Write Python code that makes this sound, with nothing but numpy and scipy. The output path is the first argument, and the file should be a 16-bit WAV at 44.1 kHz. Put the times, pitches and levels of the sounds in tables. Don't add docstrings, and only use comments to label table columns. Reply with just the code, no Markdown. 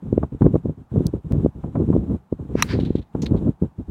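import sys
import numpy as np
from scipy import signal
from scipy.fft import rfft, irfft
from scipy.io import wavfile
from scipy.ndimage import uniform_filter1d

SR = 44100
rng = np.random.default_rng(int(sys.argv[2]) if len(sys.argv) > 2 else 0)


def dump(signal):
    limited = np.clip(np.atleast_2d(signal).T, -1, 1)
    pcm = np.round(limited * 32767).astype(np.int16)
    wavfile.write(sys.argv[1], SR, pcm)


N = 171990


def undb(db):
    return np.exp(np.asarray(db) * np.log(10) / 20)


def unit(x):
    return x / np.sqrt(np.mean(x ** 2))


def clock(size):
    return np.arange(size) / SR


def add(out, start_s, sound):
    i = int(round(start_s * SR))
    lo, hi = max(i, 0), min(i + len(sound), N)
    if hi > lo:
        out[lo:hi] += sound[lo - i:hi - i]


def noise(spectrum, size=N):
    hz, db = np.array(spectrum, float).T
    bins_hz = np.maximum(np.fft.rfftfreq(size, 1 / SR), 1)
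    gain = undb(np.interp(np.log(bins_hz), np.log(hz), db))
    return unit(irfft(rfft(rng.standard_normal(size)) * gain, size))


def smooth(x, width):
    return uniform_filter1d(uniform_filter1d(x, width), width)


def wander(rate_hz):
    return unit(smooth(rng.standard_normal(N), max(int(SR / rate_hz), 2)))


def steady(x, window_s):
    return x / np.sqrt(smooth(x ** 2, int(window_s * SR)) + 1e-9)


def decay(age, t60_s, hold_s=0):
    return np.exp(-np.log(1000) * np.maximum(age - hold_s, 0) / t60_s)


def bursts(rows, spectrum, rise_s, t60_s):
    out, age = np.zeros(N), clock(4096)
    attack = np.sin(np.pi / 2 * np.minimum(age / rise_s, 1)) ** 2
    envelope = attack * decay(age, t60_s, hold_s=rise_s)
    for start_s, level_db in rows:
        add(out, start_s, undb(level_db) * steady(noise(spectrum, len(age)), .002) * envelope)
    return out


# frequency_hz, density_db
AIR_SPECTRUM = [(40, -6), (160, 6), (550, -14), (850, -6), (2000, -28), (4500, -38), (16000, -43)]
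def outdoor_air(level_db=-55.5, drift_db=1.2):
    return undb(level_db) * noise(AIR_SPECTRUM) * undb(drift_db * wander(8))


# start_s, length_s, level_db
PORT_GUSTS = [(.025, .095, -29), (.125, .125, -24), (.32, .04, -27), (.408, .055, -16), (.47, .06, -29),
              (.535, .032, -16), (.64, .07, -27), (.775, .05, -36), (.918, .04, -22), (.96, .115, -17),
              (1.132, .033, -21), (1.247, .025, -25), (1.305, .11, -20), (1.42, .042, -17),
              (1.55, .18, -32), (1.632, .025, -23), (1.745, .145, -21), (1.895, .09, -18), (2., .09, -26),
              (2.095, .062, -21), (2.318, .025, -30), (2.392, .07, -28), (2.492, .11, -22),
              (2.61, .08, -28), (2.695, .145, -20), (2.85, .15, -29), (3.147, .15, -22), (3.305, .195, -20),
              (3.615, .04, -23), (3.782, .035, -29), (3.882, .03, -28)]
def gust_pressure(attack_s=.008, release_s=.016):
    power, age = np.zeros(N), clock(16384)
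    for start_s, length_s, level_db in PORT_GUSTS:
        envelope = np.minimum(age / attack_s, 1) * np.exp(-np.maximum(age - length_s, 0) / release_s)
        add(power, start_s - attack_s / 2, (undb(level_db) * envelope) ** 2)
    return np.sqrt(power)


# frequency_hz, density_db
LOW_RUMBLE = [(30, -40), (58, 0), (160, 0), (280, -7), (450, -24), (4000, -105)]
UPPER_RUMBLE = [(120, -16), (260, 0), (400, -4), (680, -21), (1150, -32), (4000, -95)]
WIND_HISS = [(1000, 5), (1500, 1), (1900, -7), (3800, -10), (4600, -22), (7500, -15), (16000, -31)]
def wind_noise(gust, flutter_hz=45):
    strength = gust / undb(-20)
    low = undb(-1) * gust * steady(noise(LOW_RUMBLE), .03)
    upper = undb(-28) * strength ** 1.3 * noise(UPPER_RUMBLE)
    upper *= unit(undb(3 * wander(flutter_hz)))
    swell = uniform_filter1d(strength, int(.05 * SR))
    hiss = undb(-55.5) * swell ** .62 * noise(WIND_HISS)
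    flutter = unit(undb(3.6 * wander(flutter_hz)))
    return (low + upper) * flutter + hiss


def pulse(u):
    return (1 + u ** 2 / 3 + u ** 4 / 22) ** -2.75


# time_s, level_db, half_width_ms
PORT_EDDIES = [(.1289, -2, .65), (.1795, 1, .56), (.2344, -9, .8), (.4214, -2, .72), (.4298, -4, 1.2),
               (.4455, -5, .9), (.4668, .8, .6), (.4111, -8, .8), (.5377, -7, 1.1), (.5435, -4, .62),
               (.556, -3, .55), (.5623, -6, .6), (.6577, -9, .6), (.6964, -13, .65), (.9605, -9, .55),
               (.9793, -3, 1.2), (1.0073, -5, .7), (1.0602, -7, 1.1), (1.1393, -7, .65), (1.3334, -8, 1.2),
               (1.4487, -3, .75), (1.4621, -.3, .55), (1.8017, -5, .68), (1.8899, -9, .7),
               (1.9035, -1.5, .75), (1.9405, -8, .9), (1.9529, -4, .7), (1.9646, -1.5, .58),
               (1.98, -7, 1.1), (2.3271, -5, .62), (2.5546, -2, .6), (2.7906, -6, .65), (2.8341, -8, .9),
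               (2.9061, -4, .75), (2.9543, -3.5, .7), (3.152, -9, .6), (3.2349, -11, .75),
               (3.3117, -7, 1.1), (3.3218, -2, 1.), (3.4928, -7, 1.1), (3.6235, -7, .7), (3.635, -9, .7)]
def eddies(gust, sputter_per_s=60, lead_s=.01):
    rows = [(time_s, undb(db), width_ms) for time_s, db, width_ms in PORT_EDDIES]
    for k, (jitter, loud, wide) in enumerate(rng.standard_normal((N // 200, 3))):
        time_s = (k + jitter / 2) / sputter_per_s
        if 0 < time_s < (N - 1) / SR:
            pressure = gust[int(time_s * SR)] + 1e-6
            width_ms = 1.05 * (pressure / undb(-20)) ** -.25 * np.exp(.3 * wide)
            rows.append((time_s, pressure * undb(3 + 3 * loud), width_ms))
    out, offset_ms = np.zeros(N), 1000 * (clock(1024) - lead_s)
    for time_s, amplitude, width_ms in rows:
        u = offset_ms / width_ms
        thump = .18 * pulse(u + 2.1) - pulse(u) + .42 * pulse(u - 2.1)
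        add(out, time_s - lead_s, amplitude * thump)
    return out


# start_s, level_db
EDDY_SNAPS = [(.229, -18), (.418, -19), (.554, -24), (1.638, -28), (1.754, -18), (1.927, -24), (2.786, -30),
              (3.149, -27)]
# frequency_hz, density_db
SNAP_SPECTRUM = [(820, 0), (1300, -14), (2000, -36), (16000, -90)]
def eddy_snaps():
    return bursts(EDDY_SNAPS, SNAP_SPECTRUM, rise_s=.002, t60_s=.04)


# frequency_hz, density_db
TICK_SPECTRUM = [(2000, -22), (4900, 0), (10000, -3), (16000, -13)]
def tick(start_s=1.0674, level_db=-24.5):
    return bursts([(start_s, level_db)], TICK_SPECTRUM, rise_s=.0002, t60_s=.008)


def dropout(x, start_s=1.3229, length_s=.006, fade_s=.002, click_db=-24):
    t = clock(N) - start_s
    click = undb(click_db) * np.exp(-np.abs(t) / .001) * (t < 0)
    gate = np.clip(np.maximum(-t, t - length_s) / fade_s, 0, 1)
    return x * np.sin(np.pi / 2 * gate) ** 2 + click


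# frequency_hz, density_db
SWISH_SPECTRUM = [(400, -20), (900, 0), (2400, -2), (3400, -15), (5700, -15), (7000, -29), (16000, -42)]
TURF_SPECTRUM = [(500, -20), (1000, -4), (1800, 0), (3600, -10), (4800, -5), (6000, -21), (16000, -48)]
def swish(spectrum, peak_s, level_db, rise_s, fall_s):
    out, t = np.zeros(N), clock(32768)
    middle = t[-1] / 2
    u = (t - middle) / np.where(t < middle, rise_s, fall_s)
    envelope = np.exp(2 - 2 * np.sqrt(1 + u ** 2))
    add(out, peak_s - middle, undb(level_db) * envelope * noise(spectrum, len(t)))
    return out


# pitch_hz, level_db, t60_s
IMPACT_MODES = [(945, -11, .021), (1215, -9, .022), (1640, -17, .013), (1950, -12, .012), (2326, -15, .016),
                (2650, -16, .016), (5700, -12, .01), (6050, -15, .009), (7834, -21, .016),
                (9150, -25, .016)]
# frequency_hz, density_db
CRACK_SPECTRUM = [(600, -15), (1000, 0), (2400, -1), (5000, -15), (5800, 2), (7000, -15), (9000, -14),
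                  (16000, -29)]
SPRAY_SPECTRUM = [(1000, 0), (10000, -11), (16000, -18)]
def strike(start_s=2.6236, zing_hz=3980, zing_hz_per_s=30000):
    out, age = np.zeros(N), clock(32768)
    modes = sum((-1) ** k * undb(db) * decay(age, t60_s) * np.sin(2 * np.pi * hz * age)
                for k, (hz, db, t60_s) in enumerate(IMPACT_MODES))
    crack = undb(-10) * steady(noise(CRACK_SPECTRUM, len(age)), .002)
    crack *= decay(age, t60_s=.014, hold_s=.0014)
    spray = undb(-42) * noise(SPRAY_SPECTRUM, len(age)) * decay(age, t60_s=.24)
    echo = undb(-50) * noise(SWISH_SPECTRUM, len(age)) * decay(age, t60_s=.9)
    lag = age - .007
    chirp = np.sin(2 * np.pi * (zing_hz + zing_hz_per_s * lag / 2) * lag)
    zing = undb(-19.5) * np.exp(-(lag / .0032) ** 2) * chirp
    add(out, start_s, modes + crack + zing + spray + echo)
    return out


# start_s, level_db
TURF_CLUMPS = [(2.688, -39), (2.798, -44), (2.848, -45), (2.953, -46), (2.98, -52), (3.015, -57)]
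# start_s, level_db, length_s, brightest_hz
SHOE_SCUFFS = [(3.218, -39, .014, 6400), (3.258, -34, .009, 4100), (3.362, -52, .014, 3900)]
# ratio_to_brightest, density_db
LEAF_SPECTRUM = [(.15, -11), (.7, -4), (1.03, 1), (1.28, -16), (4, -38)]
def rustles(clump_s=.011, clump_hz=3800, grain_db=3.2):
    out, age = np.zeros(N), clock(32768)
    clumps = [(start_s, level_db, clump_s, clump_hz) for start_s, level_db in TURF_CLUMPS]
    crackle = (2.76, -53, .1, 3900)
    for start_s, level_db, length_s, brightest_hz in clumps + [crackle] + SHOE_SCUFFS:
        u = 2 * age / length_s
        spectrum = [(brightest_hz * ratio, db) for ratio, db in LEAF_SPECTRUM]
        add(out, start_s, undb(level_db) * u * np.exp(1 - u) * noise(spectrum, len(age)))
    return out * unit(undb(grain_db * wander(250)))


def scene():
    gust = gust_pressure()
    buffeting = wind_noise(gust) + eddies(gust) + eddy_snaps()
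    downswing = swish(SWISH_SPECTRUM, peak_s=2.6, level_db=-34, rise_s=.022, fall_s=.022)
    impact = strike()
    follow_through = swish(TURF_SPECTRUM, peak_s=2.715, level_db=-35, rise_s=.026, fall_s=.032)
    shot = downswing + impact + follow_through + rustles()
    return (buffeting + shot + outdoor_air() + tick())[None]


def record(dry, bass_hz=45, top_hz=16100, ceiling=.87):
    high_pass = signal.butter(3, bass_hz, "high", fs=SR, output="sos")
    low_pass = signal.ellip(8, .2, 70, top_hz, fs=SR, output="sos")
    x = dropout(signal.sosfilt(high_pass, dry))
    rounded = x / (1 + (x / ceiling) ** 16) ** (1 / 16)
    return signal.sosfilt(low_pass, rounded)


dry = scene()
out = record(dry)
dump(out)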